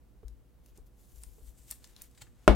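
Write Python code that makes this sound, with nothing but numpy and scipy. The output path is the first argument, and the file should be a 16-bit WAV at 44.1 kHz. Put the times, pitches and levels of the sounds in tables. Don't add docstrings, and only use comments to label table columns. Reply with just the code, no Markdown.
import sys
import numpy as np
from scipy import signal
from scipy.fft import rfft, irfft
from scipy.io import wavfile

SR = 44100
rng = np.random.default_rng(int(sys.argv[2]) if len(sys.argv) > 2 else 0)


def dump(signal):
    limited = np.clip(np.atleast_2d(signal).T, -1, 1)
    pcm = np.round(limited * 32767).astype(np.int16)
    wavfile.write(sys.argv[1], SR, pcm)


N = 112454
T = np.arange(N) / SR
HZ = np.maximum(np.arange(N // 2 + 1) * SR / N, 1)
MIC_WIDTH = 0.44
CARD_PAN_DB = 2
ROOM_T60_S, ROOM_GAP_S = 0.19, 0.0033


def amp(db):
    return 10 ** (np.asarray(db) / 20)


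def curve(points):
    hz, db = np.array(points, float).T
    return amp(np.interp(np.log(HZ), np.log(hz), db))


def colour(x, gain):
    level = np.sqrt(np.mean(gain ** 2))
    cepstrum = irfft(np.log(gain / level + 1e-4), N)
    cepstrum[1:N // 2] *= 2
    cepstrum[N // 2 + 1:] = 0
    response = irfft(np.exp(rfft(cepstrum)), N)[None, :SR // 10]
    return signal.fftconvolve(x, response, axes=1)[:, :N]


def noise(width):
    mid, side = rng.standard_normal((2, N))
    return np.array([mid + width * side, mid - width * side]) / np.hypot(1, width)


def pan(db):
    return amp(np.array([[db], [-db]]) / 2)


def fade(start, decay):
    return (T >= start) * np.exp(-np.maximum(T - start, 0) / decay)


def swell(peak, rise, fall):
    distance = np.maximum((peak - T) / rise, (T - peak) / fall)
    return np.exp(-distance ** 1.2)


def ring(start, modes, rise):
    age = np.maximum(T - start, 0)
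    total = 0
    for hz, db, t60 in modes:
        decay = np.exp(-np.log(1000) * age / t60)
        total = total + amp(db) * np.sin(2 * np.pi * hz * age) * decay
    return (1 - np.exp(-age / rise)) * total


def room(x, wet_db):
    tail = noise(MIC_WIDTH) * fade(ROOM_GAP_S, ROOM_T60_S / np.log(1000))
    tail = tail[:, :SR // 2]
    tail = tail / np.sqrt(np.sum(tail ** 2) / 2)
    return x + amp(wet_db) * signal.fftconvolve(x, tail, axes=1)[:, :N]


# frequency in Hz, relative gain in dB.
AIR_COLOUR = [(20, -15), (31, -2.5), (42, 6), (62, -1), (78, -11), (115, -10.5), (150, -13), (200, -13),
              (335, -16), (450, -22.5), (640, -25), (1100, -31), (2000, -37), (5000, -42.5), (16000, -42.5)]
# frequency in Hz, level in dB.
HUM_TONES = [(59.5, -66), (119.5, -74.5), (272, -83.5), (490, -83)]
AIR_DB, AIR_WIDTH, HUM_PAN_DB = -59.5, 0.57, -10
AIR_BASS_PAN_DB, AIR_BASS_HZ = 6, 111


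def background():
    air = amp(AIR_DB) * colour(noise(AIR_WIDTH), curve(AIR_COLOUR))
    lean_db = AIR_BASS_PAN_DB / (1 + (HZ / AIR_BASS_HZ) ** 2)
    air = irfft(rfft(air) * amp(np.array([lean_db, -lean_db]) / 2), N)
    hum = 0
    for hz, db in HUM_TONES:
        hum = hum + amp(db) * np.sqrt(2) * np.sin(2 * np.pi * (hz * T + rng.random()))
    return air + pan(HUM_PAN_DB) * hum


# time in seconds, level in dB.
JOLTS = [(0.237, -34.5), (.31, -47), (0.783, -44), (1.124, -46.5), (1.163, -42), (1.255, -40.5),
         (1.411, -43), (1.466, -41.5), (1.584, -47), (2.4786, -9.5)]
# frequency in Hz, level in dB, 60 dB decay in seconds.
STAND_MODES = [(52.6, -0.5, .23), (40, -14, 0.49)]
STAND_RISE_S, STAND_LAG_S, STAND_PAN_DB = 0.0087, 0.01, 11.5


def stand():
    boom = sum(amp(db) * ring(s + STAND_LAG_S, STAND_MODES, STAND_RISE_S) for s, db in JOLTS)
    return -pan(STAND_PAN_DB) * boom


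# start in seconds, level in dB.
BUMPS = [(0.2299, -48.5), (0.782, -51), (1.379, -55.5), (1.407, -58.5)]
# frequency in Hz, relative gain in dB.
BUMP_COLOUR = [(100, 2), (300, -6.5), (440, 11), (560, -7.5), (750, -8.5), (1200, -14), (2000, -31),
               (8000, -43)]
# start in seconds, level in dB.
THUMPS = [(2.215, -47.5)]
# frequency in Hz, level in dB, 60 dB decay in seconds.
THUMP_MODES = [(114, 2, 0.1)]
BUMP_DECAY_S = 0.0072


def hands():
    bump_level = sum(amp(db) * fade(s, BUMP_DECAY_S) for s, db in BUMPS)
    bumps = colour(noise(MIC_WIDTH) * bump_level, curve(BUMP_COLOUR))
    thumps = sum(amp(db) * ring(s, THUMP_MODES, rise=0.0038) for s, db in THUMPS)
    return bumps + thumps


GRAINS_PER_S, GRAIN_SHARE = 1800, 0.3
CATCH_PER_S, CATCH_DB = 75, 1.5


def friction():
    hits = rng.random(N) < GRAINS_PER_S / SR
    grains = hits * rng.standard_normal(N) * np.sqrt(SR / GRAINS_PER_S)
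    grip_db = CATCH_DB * np.interp(T * CATCH_PER_S, np.arange(N), rng.standard_normal(N))
    rub = noise(MIC_WIDTH)
    return amp(grip_db) * (np.sqrt(GRAIN_SHARE) * grains + np.sqrt(1 - GRAIN_SHARE) * rub)


# peak time in seconds,
# level in dB, rise in seconds, fall in seconds, tilt in dB per octave, edge rasp in dB.
STROKES = [(.69, -70, 0.038, 0.022, -1, -8), (.765, -71, 0.018, 0.028, -3.5, 0),
           (.868, -69, .008, 0.0096, 1.5, -12), (1.01, -70.5, 0.028, 0.056, 1, 0),
           (1.19, -63.5, .11, 0.2, 1.5, -2), (1.40, -78, 0.021, .04, 2, 10),
           (1.487, -65.5, 0.037, 0.018, 0.5, 4.5), (1.579, -66.5, 0.022, 0.074, -0.5, 10),
           (1.702, -59.5, 0.038, 0.054, -0.5, 4.5), (1.874, -67, 0.073, .04, -3, 3),
           (2.006, -64, 0.061, 0.023, -3.5, -11), (2.041, -63, 0.014, 0.024, -1, 0),
           (2.21, -69, 0.11, 0.076, -3.5, 4.5), (2.441, -72, 0.081, 0.09, -5.5, 0)]
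# frequency in Hz, relative gain in dB.
SLIDE_COLOUR = [(500, -15), (1500, -9), (3500, -5), (5500, -5), (7000, -0.5), (10500, -2.5), (14000, -2.5),
                (16000, -9.5)]
# peak time in seconds, level in dB, rise in seconds,
# fall in seconds.
FLEXES = [(1.237, -49, 0.00084, 0.0027), (1.7103, -45.5, .0007, 0.0012), (1.7182, -50, 0.00098, 0.0027),
          (1.7227, -48.5, 0.0015, 0.0055), (1.8437, -54.5, .001, .003), (1.9639, -53.5, .001, 0.0027),
          (2.015, -56, .002, 0.0027), (2.176, -57, 0.0012, 0.011), (2.215, -56.5, 0.0072, 0.0088),
          (2.22, -46.5, 0.0029, 0.0047)]
# frequency in Hz, relative gain in dB.
FLEX_COLOUR = [(300, -9), (1050, -3), (1380, -1.5), (1600, -5), (1800, 5), (2000, -2.5), (2400, -3),
               (4700, -0.5), (5800, -9.5), (7500, 2.5), (11000, -12), (16000, -12)]
SLIDE_PIVOT_HZ, SLIDE_WET_DB = 8000, -10.5
RASP_HZ, RASP_WIDTH_HZ = 8100, 680


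def sleeve():
    rub, shape = friction(), curve(SLIDE_COLOUR)
    octaves = np.log2(np.maximum(HZ, 1000) / SLIDE_PIVOT_HZ)
    rasp = 1 / (1 + ((HZ - RASP_HZ) / RASP_WIDTH_HZ) ** 2)
    slide = 0
    for s, db, rise, fall, tilt, rasp_db in STROKES:
        stroke_shape = shape * amp(tilt * octaves + rasp_db * rasp)
        slide = slide + amp(db) * colour(rub * swell(s, rise, fall), stroke_shape)
    flex_level = sum(amp(db) * swell(s, rise, fall) for s, db, rise, fall in FLEXES)
    flex = colour(friction() * flex_level, curve(FLEX_COLOUR))
    return room((slide + flex) * pan(CARD_PAN_DB), SLIDE_WET_DB)


# start in seconds, level in dB,
# centre in Hz, spread in octaves, decay in seconds.
TICKS = [(0.2819, -53.5, 6500, 1.3, 0.0025), (.661, -54.5, 10200, 1.5, 0.0023),
         (0.7752, -55, 8100, 0.6, 0.0031), (1.2354, -41.5, 8300, 0.4, 0.0012),
         (1.705, -44.5, 8900, 1.1, 0.0041), (1.7115, -28.5, 9260, 0.54, 0.0022),
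         (1.8427, -47, 5370, 0.74, 0.0028), (1.85, -53, 5900, 0.47, 0.0028),
         (1.8742, -53.5, 6200, 0.71, 0.0013), (1.9642, -48.5, 4360, 0.39, 0.0018),
         (2.019, -38, 11900, 0.94, 0.0033), (2.112, -61, 7500, 1.2, 0.0021),
         (2.149, -63.5, 5730, 1.8, 0.0061), (2.2687, -63, 1550, .6, 0.0078)]
TICK_SPIKE, TICK_WET_DB = 0.36, -10.5


def ticks():
    out = 0
    for s, db, hz, spread, decay in TICKS:
        snap = noise(MIC_WIDTH) * fade(s, decay)
        snap[:, int(s * SR)] += TICK_SPIKE * np.sqrt(decay * SR)
        band = 1 / (1 + (np.log2(HZ / hz) / spread) ** 2)
        out = out + amp(db) * colour(snap, band)
    return room(out * pan(CARD_PAN_DB), TICK_WET_DB)


# start in seconds, level in dB.
CONTACTS = [(2.478, 3), (2.4809, -7.5)]
# frequency in Hz, level in dB, 60 dB decay in seconds.
CARD_MODES = [(1090, -11.5, 0.0076), (1390, -12, 0.013)]
# frequency in Hz, relative gain in dB.
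CRACK_COLOUR = [(300, 10.5), (1000, 4), (1400, 9), (1800, -7), (2700, 0), (4200, -8.5), (6000, -7.5),
                (7500, -14), (8800, -7.5), (11000, -18), (16000, -27)]
# frequency in Hz, level in dB, 60 dB decay in seconds,
# left minus right in dB.
TABLE_MODES = [(206.2, -30.5, 0.58, 22.5), (290.5, -25, 0.21, -2), (385.3, -13, 0.048, -9.5),
               (613.5, -11, 0.071, 6.5), (708, -18.5, 0.064, 14), (872, -26, 0.055, 2),
               (1040, -26.5, .07, 0), (1417, -32, 0.086, -1), (1530, -46, 0.043, 1), (1880, -47, 0.15, 0),
               (2226, -36.5, 0.22, 0), (2924, -27, 0.042, -5), (2865, -33, 0.083, -9)]
# frequency in Hz, relative gain in dB.
TAIL_COLOUR = [(60, 0), (105, 4), (155, -5.5), (280, 7), (700, 2.5), (1400, -6.5), (1750, -11.5),
               (3700, -18), (6000, -30.5), (10000, -35), (16000, -51)]
CONTACT_S, PUSH_DB, CRACK_DB, CRACK_S, RING_RISE_S = 0.00081, -5, -13, 0.0016, 0.00055
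TAIL_DB, TAIL_T60_S, TAIL_WIDTH = -18.5, 0.23, 0.7


def table():
    out, first = 0, CONTACTS[0][0]
    for s, db in CONTACTS:
        push = amp(PUSH_DB) * np.sin(np.pi * np.clip((T - s) / CONTACT_S, 0, 1)) ** 2
        crack = amp(CRACK_DB) * colour(noise(MIC_WIDTH) * fade(s, CRACK_S), curve(CRACK_COLOUR))
        clack = ring(s + CONTACT_S / 4, CARD_MODES, rise=.0001)
        out = out + amp(db) * (crack - push - clack)
    top = 0
    for hz, db, t60, side_db in TABLE_MODES:
        top = top + pan(side_db) * ring(first, [(hz, db, t60)], RING_RISE_S)
    tail = noise(TAIL_WIDTH) * fade(first + ROOM_GAP_S, TAIL_T60_S / np.log(1000))
    return out - top + amp(TAIL_DB) * colour(tail, curve(TAIL_COLOUR))


def scene():
    return background() + stand() + hands() + sleeve() + ticks() + table()


TOP_HZ = 16000


def record(dry):
    clipped = np.clip(dry, -.97, .97)
    low_pass = signal.ellip(10, .2, 80, TOP_HZ, fs=SR, output="sos")
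    return signal.sosfilt(low_pass, clipped)


dry = scene()
out = record(dry)
dump(out)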